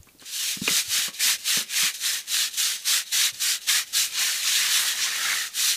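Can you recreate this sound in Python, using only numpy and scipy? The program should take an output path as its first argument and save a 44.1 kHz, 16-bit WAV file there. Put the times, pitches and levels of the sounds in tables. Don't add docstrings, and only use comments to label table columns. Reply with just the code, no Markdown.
import sys
import numpy as np
from scipy import signal
from scipy.fft import rfft, irfft, next_fast_len
from scipy.io import wavfile
from scipy.ndimage import map_coordinates

SR = 44100
rng = np.random.default_rng(int(sys.argv[2]) if len(sys.argv) > 2 else 0)


def wrap_up_sound(samples):
    columns = np.atleast_2d(samples).T
    tamed = np.clip(columns, -1, 1)
    steps = np.round(tamed * 32767).astype(np.int16)
    wavfile.write(sys.argv[1], SR, steps)


N = 254016

# start t/s, length/s, attack/s, rasp level/dB, sag over the stroke/dB,
# level of the skimming before it/dB, water churn level re rasp/dB
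STROKES = [ (0.305, 0.3, 0.041, -27.5, -3, -38.5, -15.5), (0.601, 0.25, 0.04, -23, -21, -39.5, -13.5),
           (0.849, 0.29, 0.125, -24.5, 12.5, -37, -10), (1.181, 0.21, 0.035, -20.5, -3.5, -40.5, -9.5),
           (1.428, 0.24, 0.064, -22.5, 2.5, -41.5, -10), (1.657, 0.29, 0.17, -21.5, 1, -50, -9.5),
           (1.975, 0.28, 0.098, -26, 9.5, -43, -11), (2.244, 0.28, 0.12, -24, 2.5, -53, -11),
           (2.556, 0.27, 0.046, -25.5, 16, -41, -12), (2.83, 0.23, 0.068, -22, 5, -44, -11.5),
           (3.108, 0.23, 0.033, -22, 2.5, -41.5, -10.5), (3.381, 0.23, 0.053, -23.5, 3, -41, -11.5),
           (3.659, 0.21, 0.041, -22.5, 9, -41.5, -8), (3.912, 0.21, 0.059, -22.5, 7, -44.5, -13),
           (5.512, 0.28, 0.086, -22.5, -4.5, -52, -14)]
# t/s, rasp level/dB
BRISTLE_FLIPS = [(1.933, -27.5), (2.53, -29), (2.786, -39), (3.334, -52)]
# t/s, rasp level/dB, churn level re rasp/dB, spray level re rasp/dB
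CIRCLING = [(4.09, -42, -13, -5), (4.116, -39, -7, -4), (4.156, -29, -10.5, -11), (4.208, -23.5, -7, -6),
            (4.422, -31.5, -9.5, -5), (4.468, -23.5, -10.5, -9.5), (4.572, -22, -12.5, -8),
            (4.682, -27.5, -4.5, -5.5), (4.754, -21.5, -9, -6), (4.852, -29.5, -3, -2),
            (4.888, -24.5, -11, -5.5), (4.948, -34, -3, -5), (5.046, -22.5, -11, -12),
            (5.082, -30.5, -3.5, -7.5), (5.324, -28, 0, -6), (5.434, -30.5, -6.5, -6),
            (5.478, -37, -9, -4.5), (5.51, -58, -6, -6)]

# f/Hz, level/dB
RASP_SHAPE = [(880, -37.5), (1500, -13), (1790, -6), (2200, -9.5), (2520, -4), (3340, -1), (3830, -1),
              (4850, -3), (6250, -1.5), (12900, -14.5), (14800, -22), (15500, -32)]
FILM_SHAPE = [(400, -43), (750, -33), (1000, -13.5), (1300, -10.5), (1800, -0.5), (2150, 0.5), (2900, -9),
              (5000, -40)]
WAVE_SHAPE = [(400, -42), (750, -12), (1000, -18.5), (1280, -3), (1550, -8), (2000, 2), (3000, -42)]
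SPRAY_SHAPE = [(4000, -40), (6800, -2), (8300, 0.5), (10500, -1.5), (13000, -4), (15500, -8.5)]
RUMBLE_SHAPE = [(30, -23), (90, -19), (170, -2), (300, -6), (450, -1), (900, 0), (1600, -15.5)]
SCUFF_SHAPE = [(60, -21), (200, -16), (450, 8.5), (750, -3), (1200, 7), (2000, -6), (4000, -29),
               (9000, -52)]
AIR_SHAPE = [(25, -11), (70, -8.5), (200, -8), (500, -12.5), (1200, -22), (4000, -18), (15000, -18.5)]

# f/Hz, width of one resonator/Hz, level/dB
TUFT_MODES = [(2420, 380, -0.5), (2893, 300, 0.5), (3830, 460, 3.5), (4256, 270, -3), (6160, 530, -5.5)]
# t/s, level/dB, f/Hz, t60 of the swing/s, contact noise level re bump/dB
BUMPS = [(0.001, -36, 75.4, 0.038, -33), (0.071, -47, 260, 0.029, -3), (0.148, -37, 300, 0.017, -30),
         (0.221, -42, 273, 0.027, -1.5), (0.569, -26.5, 203, 0.032, -21.5), (0.616, -17, 206, 0.036, -28),
         (0.677, -22.5, 295, 0.035, -3), (0.706, -32.5, 184, 0.07, -10), (0.878, -42, 103, 0.068, -25.5),
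         (0.985, -40, 240, 0.03, -17), (1.080, -34.5, 204, 0.044, -1), (1.256, -47, 221, 0.071, -20),
         (1.571, -25.5, 197, 0.033, -7.5), (1.606, -44.5, 218, 0.12, 2), (1.829, -37.5, 185, 0.067, -1),
         (3.32, -57, 119, 0.17, 0), (3.99, -55, 64.5, .2, -6)]
# t/s, peak level/dB, pitch re the block's modes, t60/s
CLACKS = [(0.031, -39, 2.8, 0.01), (0.087, -42, 1, 0.047), (0.187, -44, 2.2, 0.0088),
          (0.196, -37.5, 1.7, 0.02), (0.215, -38, 3.4, 0.0064), (0.6777, -7, 1.06, 0.029),
          (0.690, -18, 0.87, 0.03), (2.542, -27, 1.6, 0.021), (3.344, -27, 2, 0.016)]
# f/Hz, level/dB
BLOCK_MODES = [(1570, -8), (2020, -4), (2330, 7), (2620, 5.5), (3800, -3), (4500, -5)]

RELEASE_S, ARCH_DB = 0.097, 4
PILE_UP_DB = 4.6
SKIM_S, SKIM_FADE_S, SKIM_CHURN_DB = 0.06, 0.023, -19
SPRAY_DB = -5.5
FLIP_ATTACK_S, FLIP_T60_S = 0.016, 0.18
CIRCLING_DB, CIRCLING_FADE_S = 1, 0.02
TOUCH_S, REST_DB, REST_CHURN_DB = 0.19, -50.5, -6
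TOP_HZ = 15480


def scrubbing():
    rasp_db, churn_db, spray_db = hand()
    speed = amp(0.5 * (rasp_db - rasp_db.max()))
    rate = 1200 + 12000 * speed
    layers = bristles(rate, speed, rasp_db, churn_db)
    layers += amp(rasp_db + spray_db + 0.5) * coloured(flicks(rate, scatter_db=3.0), SPRAY_SHAPE)
    layers += amp(rasp_db + churn_db - 1.6) * water(churn_db)
    layers += rumble(rate, rasp_db + churn_db)
    return snags(rate=130, life=0.0067, depth=0.17) * layers


def hand():
    t = np.arange(N) / SR
    resting = amp(REST_DB) * ease((t - TOUCH_S) / SKIM_FADE_S)
    moves = [(resting, REST_CHURN_DB, SPRAY_DB)]
    for start, length, attack, db, sag_db, skim_db, churn_db in STROKES:
        age = t - start
        travel = np.clip(age / length, 0, 1) - 0.5
        push_db = db - sag_db * travel - ARCH_DB * (2 * travel) ** 2
        push = ease(age / attack) * ease((length - age) / RELEASE_S) * amp(push_db)
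        moves.append((push, churn_db + PILE_UP_DB * travel, SPRAY_DB))
        skim = ease((age + SKIM_S) / SKIM_FADE_S) * ease((attack - age) / SKIM_FADE_S)
        moves.append((skim * amp(skim_db), SKIM_CHURN_DB, SPRAY_DB))
    for start, db in BRISTLE_FLIPS:
        age = t - start
        flip = ease(age / FLIP_ATTACK_S) * amp(db - 60 * np.maximum(age, 0) / FLIP_T60_S)
        moves.append((flip, SKIM_CHURN_DB, SPRAY_DB))
    rasp_db, churn_db, spray_db = curves(CIRCLING)
    fade_in = ease((t - CIRCLING[0][0]) / CIRCLING_FADE_S + 1)
    fade_out = ease((CIRCLING[-1][0] - t) / CIRCLING_FADE_S + 1)
    moves.append((fade_in * fade_out * amp(rasp_db + CIRCLING_DB), churn_db, spray_db))
    rasp = sum(gain ** 2 for gain, _, _ in moves) + 1e-12
    churn = sum((gain * amp(db)) ** 2 for gain, db, _ in moves) + 1e-14
    spray = sum((gain * amp(db)) ** 2 for gain, _, db in moves) + 1e-14
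    return 10 * np.log10([rasp, churn / rasp, spray / rasp])


def bristles(rate, speed, rasp_db, churn_db):
    rasp = coloured(flicks(rate, scatter_db=0.5), RASP_SHAPE)
    rasp = patchy(rasp, width_hz=47, life=0.015, depth_db=1.95)
    rasp = filtered(rasp, lambda hz: 1 / np.sqrt(1 + (hz / 8000) ** 8))
    ring = amp(-5.5 - 5.1 * speed) * tufts(rate, swell_db=3.5)
    both = amp(rasp_db + 0.62) * (amp(-0.33) * rasp + ring)
    thinning = 1 - amp(0.65 * np.minimum(churn_db + 8.5, 0))
    return both - thinning * filtered(both, lambda hz: 1 / np.sqrt(1 + (hz / 2800) ** 12))


def flicks(rate, scatter_db):
    chance = np.clip(rate / SR, 1e-4, 1)
    strengths = amp(scatter_db * np.clip(rng.standard_normal(N), -2, 2))
    sizes = unit(strengths * rng.choice([-1, 1], N))
    return (rng.random(N) < chance) * sizes / np.sqrt(chance)


def tufts(rate, swell_db):
    out = np.zeros(N)
    for hz, width, db in TUFT_MODES:
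        def resonance(f):
            damping = 1j * f * width
            return (damping / (hz * hz - f * f + damping)) ** 2
        ring = filtered(flicks(rate, scatter_db=4.5), resonance)
        out += amp(db + swell_db * wobble(12)) * unit(ring)
    return unit(out)


def snags(rate, life, depth):
    releases = (rng.random(N) < rate / SR) * rng.uniform(0.21, 1, N)
    fading = signal.lfilter([1], [1, -np.exp(-1 / (life * SR))], releases)
    return unit(1 + depth * fading)


def water(churn_db):
    film = bubbles(count=7000, centre_hz=1677, spread=0.289, cycles=18.3, scatter_db=-1.5)
    wave = bubbles(count=3500, centre_hz=1273, spread=0.27, cycles=15.6, scatter_db=3.0)
    wave_gain = amp(0.18 * churn_db - 9.5)
    both = coloured(film, FILM_SHAPE) + wave_gain * coloured(wave, WAVE_SHAPE)
    return patchy(both, width_hz=42, life=0.017, depth_db=3.5)


def bubbles(count, centre_hz, spread, cycles, scatter_db):
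    t = np.arange(SR // 80) / SR
    start = rng.integers(0, N, (count, 1))
    pitch, size = rng.standard_normal((2, count, 1))
    turns = centre_hz * np.exp(spread * pitch) * t
    age = np.minimum(turns / cycles, 2)
    decay = amp(scatter_db * np.clip(size, -2, 2) - 60 * age)
    rings = decay * np.sin(2 * np.pi * turns * (1 + 0.088 * age))
    return np.bincount((start + np.arange(len(t))).ravel(), rings.ravel())[:N]


def rumble(rate, drive_db):
    return amp(0.65 * drive_db - 30.0) * coloured(flicks(rate / 4, scatter_db=3.5), RUMBLE_SHAPE)


def bumps():
    out, t = np.zeros(N), np.arange(SR // 4) / SR
    for start, db, hz, t60, noise_db in BUMPS:
        swing = np.sin(2 * np.pi * hz * t) * amp(7.0 - 60 * t / t60)
        shape = [(hz / 4, -22), (hz * 1.6, 0), (hz * 1.82, -4), (hz * 4, -35), (hz * 12, -80)]
        shudder = coloured(rng.standard_normal(len(t)), shape)
        shudder *= amp(0.27 * noise_db - 6.5 - 30 * t / t60)
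        body = (swing + shudder) * (1 - np.exp(-t / 0.0028)) ** 2
        scuff = coloured(rng.standard_normal(len(t)), SCUFF_SHAPE)
        scuff *= (1 - np.exp(-t / 0.00052)) * amp(noise_db - 60 * t / 0.067)
        add(out, start, amp(db) * (body + scuff))
    return out


def clacks():
    out, t = np.zeros(N), np.arange(SR // 8) / SR
    for start, db, pitch, t60 in CLACKS:
        ring = np.zeros(len(t))
        for hz, level in BLOCK_MODES:
            phase = 2 * np.pi * (hz * pitch * t + rng.random())
            ring += amp(level + rng.normal(0, 1)) * np.sin(phase)
        shape = [(500 * pitch, -10), (2400 * pitch, 0), (5000 * pitch, -4), (7500 * pitch, -18)]
        crack = coloured(rng.standard_normal(len(t)), shape) * amp(-60 * t / 0.034)
        blow = (ring + 1.2 * crack) * (1 - np.exp(-t / 0.00054)) * amp(-60 * t / t60)
        add(out, start, amp(db) * blow / np.abs(blow).max())
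    return out


def yard(x, t60):
    t = np.arange(SR // 3) / SR
    tail = rng.standard_normal(len(t)) * amp(-60 * t / t60) * (t > 0.006)
    return signal.fftconvolve(x, tail / np.linalg.norm(tail))[:N]


def outdoor_air():
    return amp(-61.0 + 4.3 * wobble(14)) * coloured(rng.standard_normal(N), AIR_SHAPE)


def amp(db):
    return 10 ** (np.asarray(db) / 20)


def unit(x):
    return x / np.sqrt(np.mean(x ** 2) + 1e-20)


def ease(u):
    return np.sin(np.pi / 2 * np.clip(u, 0, 1)) ** 2


def curves(rows):
    times, *columns = np.transpose(rows)
    return [np.interp(np.arange(N) / SR, times, column) for column in columns]


def wobble(rate):
    knots = rng.standard_normal(int(N * rate / SR) + 4)
    return map_coordinates(knots, [np.arange(N) * rate / SR])


def filtered(x, response):
    m = next_fast_len(len(x) + 8192)
    return irfft(rfft(x, m) * response(np.fft.rfftfreq(m, 1 / SR)), m)[:len(x)]


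def coloured(x, points):
    f, db = np.transpose(points)
    return unit(filtered(x, lambda hz: amp(np.interp(np.log(hz + 1), np.log(f), db))))


def patchy(x, width_hz, life, depth_db):
    z = signal.stft(x, nperseg=512)[2]
    across = signal.windows.gaussian(21, width_hz * 512 / SR)
    along = signal.windows.gaussian(41, life * SR / 256)
    field = signal.fftconvolve(rng.standard_normal(z.shape), np.outer(across, along), "same")
    return unit(signal.istft(z * amp(depth_db * unit(field)), nperseg=512)[1][:N])


def add(track, start, sound):
    part = track[max(round(start * SR), 0):][:len(sound)]
    part += sound[:len(part)]


def scene():
    knocks = bumps() + clacks()
    scatter = amp(-12.0) * yard(knocks, t60=0.26)
    mono = scrubbing() + knocks + scatter + outdoor_air()
    return np.array([mono, mono])


def record(dry):
    return np.array([filtered(channel, lambda hz: hz < TOP_HZ) for channel in dry])


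dry = scene()
out = record(dry)
wrap_up_sound(out)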